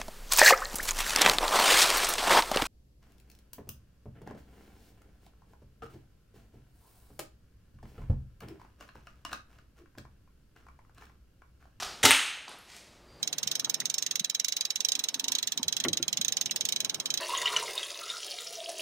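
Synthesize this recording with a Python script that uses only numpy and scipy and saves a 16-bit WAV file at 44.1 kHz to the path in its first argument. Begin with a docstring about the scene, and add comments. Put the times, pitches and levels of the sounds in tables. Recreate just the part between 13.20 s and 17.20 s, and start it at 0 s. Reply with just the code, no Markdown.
"""Steel ratchet clicks, about 22 a second: a hand winch hauls an inflatable boat up a metal trailer.
The pawl drops off each tooth and rings the gear and the winch housing.
Underneath, the hull rubs, bumps and scuffs along and sets the loaded bed groaning.
Near 2.65 s the tilting bed falls level with a clunk. Snowy clearing, so no echo."""
import sys
import numpy as np
from scipy import signal
from scipy.fft import rfft, irfft
from scipy.io import wavfile
from scipy.ndimage import uniform_filter1d

SR = 44100
rng = np.random.default_rng(int(sys.argv[2]) if len(sys.argv) > 2 else 0)


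def store_pcm(level_fs):
    """Save levels as 16-bit WAV."""
    pcm = np.round(np.clip(level_fs, -1, 1) * 32767).astype(np.int16)
    wavfile.write(sys.argv[1], SR, np.atleast_2d(pcm).T)


N = 176400

# Sliding hull. Each row: time in seconds, relative rumble level in dB, relative rub level in dB.
SLIDING_LEVELS = [(0, -58, -60), (.55, -57, -59.5), (.9, -62, -61.5), (1.15, -68, -64), (1.5, -69, -61),
                  (1.85, -66, -59.5), (2.75, -56.5, -61.5), (4, -55.5, -58.5)]
# Hull rumble. Each row: frequency in Hz, relative density in dB.
RUMBLE_SPECTRUM = [(45, -19), (70, -12), (135, 4.5), (270, 1.5), (500, -3.5), (900, -7), (3000, -54)]
# Hull rub. Each row: frequency in Hz, relative density in dB.
RUB_SPECTRUM = [(40, -52), (200, -5), (550, 2.5), (1100, 1), (2000, -4), (8000, -15.5), (15000, -24.5)]
# Groans of the loaded bed. Each row: centre in seconds, level in dB, half length in seconds.
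BED_GROANS = [(1.596, -57, .012), (1.768, -56, .04), (1.96, -50.5, 0.016), (2.09, -50, 0.058),
              (2.404, -44.5, 0.021)]
# Groan resonances. Each row: frequency in Hz, half width in Hz, relative level in dB.
GROAN_RESONANCES = [(262, 29, 1.5), (917, 92, -9), (1150, 33, -24)]
# Hull bumps. Each row: centre in seconds, level in dB, pitch in Hz, half length in seconds.
HULL_BUMPS = [(.27, -49, 146, 0.0076), (.63, -53.5, 192, 0.031), (1.015, -44.5, 184, 0.0074),
              (2.47, -52, 120, 0.016), (2.705, -45, 149, 0.027), (3.0, -43, 176, 0.0076)]
# Scuffs on the bunks. Each row: centre in seconds, level in dB, pitch in Hz, half length in seconds.
HULL_SCUFFS = [(.477, -46, 970, 0.0044), (.62, -40.5, 1790, 0.0032), (3.298, -38, 2670, 0.0019)]
# Trailer bed modes. Each row: frequency in Hz, relative level in dB, T60 in seconds.
BED_MODES = [(74, -22, 0.47), (140.7, -6.5, 0.28), (254, -1, 0.14), (340.5, 4, 0.14), (543, -7.5, 0.15),
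             (696, -19, 0.24), (1398, -7, 0.08)]
# Bed landing and rebound. Each row: start in seconds, gain in dB, rise in seconds.
BED_BLOWS = [(2.652, -30.5, 0.014), (2.795, -39, 0.0074)]
# Clank of bed on frame. Each row: frequency in Hz, relative density in dB.
CLANK_SPECTRUM = [(60, -43), (170, -8), (350, -0.5), (900, -10), (1300, -0.5), (1600, -4), (1860, 5.5),
                  (2600, -7), (3100, -3), (5000, -23)]
# Clank decay. Each row: frequency in Hz, T60 in seconds.
CLANK_DECAY = [(300, 0.38), (900, 0.092), (3000, 0.035)]
# Pawl drops. Each row: start in seconds, force level in dB.
PAWL_DROPS = [(0.0285, -20), (0.0745, -20), (0.128, -20.5), (0.1823, -20.5), (0.2303, -18.5), (0.2735, -17),
              (0.314, -17), (0.3531, -17.5), (0.396, -18.5), (0.446, -18), (0.4964, -18), (0.5426, -17),
              (0.6017, -18.5), (0.655, -17.5), (0.6988, -16.5), (0.7412, -17.5), (0.7823, -17.5),
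              (0.824, -20), (0.8636, -19), (0.9107, -18.5), (0.9559, -18.5), (0.9956, -18.5),
              (1.045, -17.5), (1.0978, -19.5), (1.1475, -18.5), (1.1972, -17.5), (1.2457, -17.5),
              (1.2829, -18), (1.3226, -18.5), (1.3659, -18), (1.4085, -17.5), (1.4516, -20), (1.504, -19.5),
              (1.5579, -20), (1.6047, -19.5), (1.6482, -18), (1.6859, -18), (1.719, -17), (1.752, -18.5),
              (1.7925, -19.5), (1.839, -18.5), (1.8858, -18.5), (1.9427, -19.5), (1.9957, -20),
              (2.0416, -21.5), (2.0816, -18), (2.1193, -17), (2.151, -17.5), (2.185, -20.5),
              (2.2276, -20.5), (2.273, -19), (2.3207, -20.5), (2.3753, -21), (2.4295, -22.5), (2.4815, -20),
              (2.5254, -20), (2.5668, -19.5), (2.601, -19.5), (2.6389, -21), (2.6836, -21), (2.731, -19.5),
              (2.7718, -21), (2.8266, -21), (2.8806, -21.5), (2.9282, -19.5), (2.9719, -18.5),
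              (3.0126, -18.5), (3.047, -20), (3.0813, -19), (3.1228, -19.5), (3.1689, -18), (3.2117, -18.5),
              (3.2582, -19.5), (3.31, -19), (3.3606, -17.5), (3.4083, -18), (3.4523, -17), (3.488, -18.5),
              (3.5227, -19), (3.5608, -20.5), (3.6034, -19), (3.6467, -18.5), (3.6955, -19.5),
              (3.7439, -21.5), (3.7994, -21.5), (3.8573, -20), (3.9032, -19), (3.9394, -20),
              (3.9737, -19.5)]
# Pawl and gear modes. Each row: frequency in Hz, relative level in dB, T60 in seconds, pan in dB.
# Pan is left minus right.
STEEL_MODES = [(1817, -47.5, .05, -4), (3280, -38.5, 0.04, -5.5), (3820, -28.5, 0.021, -8.5),
               (3978, -28.5, 0.051, -2.5), (4454, -37.5, 0.022, 5.5), (5770, -30.5, 0.042, 2.5),
               (6190, -45.5, 0.11, 6), (6320, -25, 0.015, -2), (6910, -29, 0.02, -9),
               (5415, -39.5, 0.091, -10), (6410, -33.5, 0.062, -9), (11050, -38, 0.014, 20),
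               (15400, -38.5, 0.031, 12)]
# Dense ring of the winch housing. Each row: frequency in Hz, relative density in dB.
HOUSING_SPECTRUM = [(300, -52), (1300, -16), (2700, -8.5), (3250, 0.5), (4400, 0), (5000, -2), (6300, 3),
                    (7200, 0), (8500, -9), (10000, -10), (11300, -11), (12400, -18.5), (15100, -7.5),
                    (16200, -38)]
# Housing decay. Each row: frequency in Hz, T60 in seconds.
HOUSING_DECAY = [(1500, 0.11), (3600, 0.066), (6200, 0.038), (9000, 0.046), (15000, 0.045)]
# Housing stereo balance. Each row: frequency in Hz, pan in dB.
HOUSING_BALANCE = [(1500, -4), (3300, -4), (4400, -0.5), (6200, -15), (8500, 0.5), (11000, 1.5),
                   (15000, -2)]
# Lower ring of the winch. Each row: time in seconds, gain in dB.
LOW_RING_GAINS = [(0, 1.5), (.8, -1), (1.0, 1), (1.6, 0.5), (2.1, 3), (4, 1.5)]
# Long note of the gear. Each row: time in seconds, relative level in dB.
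GEAR_NOTE_LEVELS = [(.7, -45.5), (1.0, -39.5), (1.5, -37.5), (2.0, -48.5)]
# Note of the pawl. Each row: time in seconds, frequency in Hz, relative level in dB.
PAWL_NOTES = [(1.0, 5567, -28), (1.2, 5610, -18.5), (1.43, 4800, -22), (1.52, 5620, -18.5),
              (1.651, 5650, -15), (1.71, 4930, -21.5), (1.85, 5760, -28)]

HULL_LIKENESS, TOOTH_LIKENESS = 0.8, 0.84  # correlation: left to right, tooth to tooth
PAN_SPLIT = np.array([[0.5], [-0.5]])


def amp(db):
    return 10 ** (np.asarray(db) / 20)


def unit_rms(x):
    return x / np.sqrt(np.mean(x ** 2) + 1e-20)


def at_hz(points, hz):
    """Interpolate on a log-frequency axis."""
    point_hz, value = np.transpose(points)
    return np.interp(np.log(hz + 1), np.log(point_hz + 1), value)


def at_time(rows, time_s):
    """Interpolate each column after the time column."""
    row_s, *columns = np.transpose(rows)
    return [np.interp(time_s, row_s, column) for column in columns]


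def delay(hz, delay_s):
    return np.exp(-2j * np.pi * hz * delay_s)


def add(mix, start_s, sound):
    part = mix[:, max(round(start_s * SR), 0):][:, :sound.shape[1]]
    part += sound[:, :part.shape[1]]


def blend(shared, fresh, likeness):
    """Noise correlated with shared by likeness."""
    return likeness * shared + np.sqrt(1 - likeness ** 2) * fresh


def stereo_pair(noise, likeness):
    return np.array([blend(noise[1], noise[0], likeness), noise[1]])


def coloured_noise(gain_db, likeness, size):
    """Stereo noise, rms 1, spectrum gain_db(hz)."""
    white = stereo_pair(rng.standard_normal((2, size)), likeness)
    return unit_rms(irfft(rfft(white) * amp(gain_db(np.fft.rfftfreq(size, 1 / SR))), size))


def hull_sliding(rumble_gain_db=3, rub_gain_db=4.5, patch_db=3, frame=512):
    """The hull rumbles and rubs unevenly over the bed."""
    rumble_db, rub_db = at_time(SLIDING_LEVELS, np.arange(N) / SR)
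    rumble = coloured_noise(lambda hz: at_hz(RUMBLE_SPECTRUM, hz), likeness=0.38, size=N)
    rub = coloured_noise(lambda hz: at_hz(RUB_SPECTRUM, hz), HULL_LIKENESS, N)
    spectra = signal.stft(rub, nperseg=frame)[2]
    patches = uniform_filter1d(rng.standard_normal(spectra.shape[1:]), size=9, axis=0)
    patches = unit_rms(uniform_filter1d(patches, size=4, axis=1))
    rub = unit_rms(signal.istft(spectra * amp(patch_db * patches), nperseg=frame)[1][:, :N])
    return rumble * amp(rumble_gain_db + rumble_db) + rub * amp(rub_gain_db + rub_db)


def add_swell(mix, centre_s, level_db, half_s, noise):
    """Mix in noise under a Gaussian envelope; level_db applies at the crest."""
    size = noise.shape[1]
    t = (np.arange(size) - size / 2) / SR
    swell = np.exp(-0.5 * (t / half_s) ** 2)
    add(mix, centre_s + t[0], amp(level_db) * unit_rms(swell * noise) * np.sqrt(np.mean(swell ** 2)))


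def bed_groans(slip_hz=44.9, size=16384):
    """The hull sticks and slips under load, driving the bed's resonances."""
    def body_db(hz):
        peaks = (amp(db) / (1 + ((hz - peak_hz) / width_hz) ** 2)
                 for peak_hz, width_hz, db in GROAN_RESONANCES)
        return 20 * np.log10(sum(peaks))

    out, t = np.zeros((2, N)), (np.arange(size) - size / 2) / SR
    for centre_s, level_db, half_s in BED_GROANS:
        slips = np.exp(-2 * ((slip_hz * t + rng.random()) % 1))
        add_swell(out, centre_s, level_db, half_s, slips * coloured_noise(body_db, HULL_LIKENESS, size))
    return out


def hull_contacts(rows, width_hz, likeness, size=16384):
    """Soft contacts: brief swells of noise around one resonance."""
    out = np.zeros((2, N))
    for centre_s, level_db, pitch_hz, half_s in rows:
        def band_db(hz):
            return -20 * np.log10(1 + (pitch_hz * np.log((hz + 1) / pitch_hz) / width_hz) ** 4)
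        add_swell(out, centre_s, level_db, half_s, coloured_noise(band_db, likeness, size))
    return out


def bed_landing(clank_s=2.647, clank_db=-25.5, clank_rise_s=0.0037, frame=256):
    """The bed hits the frame with a short clank, booms and rebounds once."""
    out, t = np.zeros((2, N)), np.arange(SR // 2) / SR
    for start_s, gain_db, rise_s in BED_BLOWS:
        boom = sum(amp(db - 60 * t / t60_s) * np.sin(2 * np.pi * (hz * t + rng.random()))
                   for hz, db, t60_s in BED_MODES)
        add(out, start_s, amp(gain_db) * np.minimum(t / rise_s, 1) * boom[None])
    noise = coloured_noise(lambda hz: at_hz(CLANK_SPECTRUM, hz), likeness=0.75, size=len(t))
    bin_hz, age_s, spectra = signal.stft(noise, SR, nperseg=frame)
    decay = amp(-60 * np.maximum(age_s - clank_rise_s, 0) / at_hz(CLANK_DECAY, bin_hz)[:, None])
    clank = signal.istft(spectra * decay, nperseg=frame)[1][:, :len(t)]
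    add(out, clank_s, clank * np.minimum(t / clank_rise_s, 1) * amp(clank_db))
    return out


def housing_ring(grain, t, hz, gain_db=-27.5):
    """Dense housing modes: noise decaying band by band from first contact at t = 0."""
    age_s = np.maximum(t, 0)
    band_hz, t60_s = np.transpose(HOUSING_DECAY)
    bands = np.array([at_hz(np.c_[band_hz, row], hz) for row in np.eye(len(band_hz))])[:, None]
    snap_db = 3.5 * np.exp(-age_s / 0.0082)
    crack_db = 2.5 * (t >= 0) * np.exp(-age_s / 0.00092)  # first contact is hardest
    # Faint hiss swelling just before each click.
    lead_in = np.where(t < 0, amp(-11) * np.exp(np.minimum(t, 0) / 0.002), 1)
    envelope = lead_in * amp(snap_db + crack_db - 60 * age_s / t60_s[:, None, None])
    colour = amp(gain_db) * unit_rms(amp(at_hz(HOUSING_SPECTRUM, hz)))
    pan = amp(PAN_SPLIT * at_hz(HOUSING_BALANCE, hz))
    noise = rfft(stereo_pair(grain, likeness=0.17))
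    return (irfft(bands * colour * pan * noise) * envelope).sum(0)


def steel_ring(age_s, hz, rise_s=0.000094, spread_db=1.2, detune=0.006,
               graze_db=-8.5, seat_s=0.0003947, seat_spread_s=0.00008):
    """Pawl and gear modes, plus the contact spectrum: the pawl grazes the tooth, then seats."""
    mode_hz, mode_db, t60_s, pan_db = np.transpose(STEEL_MODES)
    strength, shift, timing = rng.standard_normal((3, len(mode_hz)))
    # Damped modes depend most on the contact.
    pitch_hz = mode_hz * (1 + detune * shift * (t60_s.min() / t60_s) ** 2)
    envelopes = amp(mode_db[:, None] - 60 * age_s / t60_s[:, None]) * (1 - np.exp(-age_s / rise_s))
    modes = envelopes * np.cos(2 * np.pi * pitch_hz[:, None] * age_s)
    contact = amp(graze_db) + delay(hz, seat_s + seat_spread_s * timing[0])
    return amp(PAN_SPLIT * pan_db + spread_db * strength) @ modes, contact


def gear_note(start_s, age_s, pitch_hz=3898, t60_s=0.15):
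    """The struck gear's long note."""
    level_db, = at_time(GEAR_NOTE_LEVELS, start_s)
    return amp(level_db - 60 * age_s / t60_s) * np.sin(2 * np.pi * pitch_hz * age_s)


def pawl_note(start_s, age_s, t60_s=0.015):
    """The pawl's own note shifts as it rides across the teeth."""
    pitch_hz, level_db = at_time(PAWL_NOTES, start_s)
    pan_db = PAN_SPLIT * at_hz(HOUSING_BALANCE, pitch_hz)
    return amp(level_db + pan_db - 60 * age_s / t60_s) * np.sin(2 * np.pi * pitch_hz * age_s)


def drop_gain(start_s, force_db, hz, low_hz=4150, main_hz=5670, bright_hz=13000, spread_db=2):
    """The lower ring follows the drop's force only in part; some teeth snap brighter."""
    low_db = at_time(LOW_RING_GAINS, start_s)[0] + 0.56 * force_db
    bright_db = force_db + spread_db * rng.standard_normal()
    return amp(at_hz([(low_hz, low_db), (main_hz, force_db), (bright_hz, bright_db)], hz))


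def ratchet(reference_db=-16, fall_s=0.0006, left_lag_s=0.00015, radiate_hz=1666,
            rebound_db=-8.5, rebound_s=0.0013, rebound_spread_s=0.00015, size=6144, lead_samples=256):
    """The pawl drops off each tooth, rings steel and housing, and rebounds once."""
    out, t = np.zeros((2, N)), (np.arange(size) - lead_samples) / SR
    age_s, hz = np.maximum(t, 0), np.fft.rfftfreq(size, 1 / SR)
    lag = delay(hz, np.array([[left_lag_s], [0]]))
    grain = rng.standard_normal((2, size))
    for start_s, force_db in PAWL_DROPS:
        grain = blend(grain, rng.standard_normal((2, size)), TOOTH_LIKENESS)
        steel, contact = steel_ring(age_s, hz)
        strike = rfft(housing_ring(grain, t, hz)) + rfft(steel + pawl_note(start_s, age_s)) * contact
        gain = drop_gain(start_s, force_db - reference_db, hz)
        rebound = amp(rebound_db) * delay(hz, rebound_s + rebound_spread_s * rng.standard_normal())
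        click = strike * (1 + rebound) * lag + rfft(gear_note(start_s, age_s))
        add(out, start_s + fall_s + t[0], irfft(click * gain))
    low_cut = signal.butter(3, radiate_hz, "high", fs=SR, output="sos")  # small parts radiate no bass
    return signal.sosfilt(low_cut, out)


def scene():
    bumps = hull_contacts(HULL_BUMPS, width_hz=61, likeness=0.76)
    scuffs = hull_contacts(HULL_SCUFFS, width_hz=460, likeness=HULL_LIKENESS)
    return bumps + scuffs + bed_groans() + hull_sliding() + ratchet() + bed_landing()


def record(dry):
    """Microphone low cut and band limit."""
    low_cut_hz, edge_hz = 55, 16500
    dry = signal.sosfilt(signal.butter(2, low_cut_hz, "high", fs=SR, output="sos"), dry)
    band_limit = signal.firwin(255, edge_hz, window=("kaiser", 8), fs=SR)
    return signal.oaconvolve(dry, band_limit[None], "same")


dry = scene()
out = record(dry)
store_pcm(out)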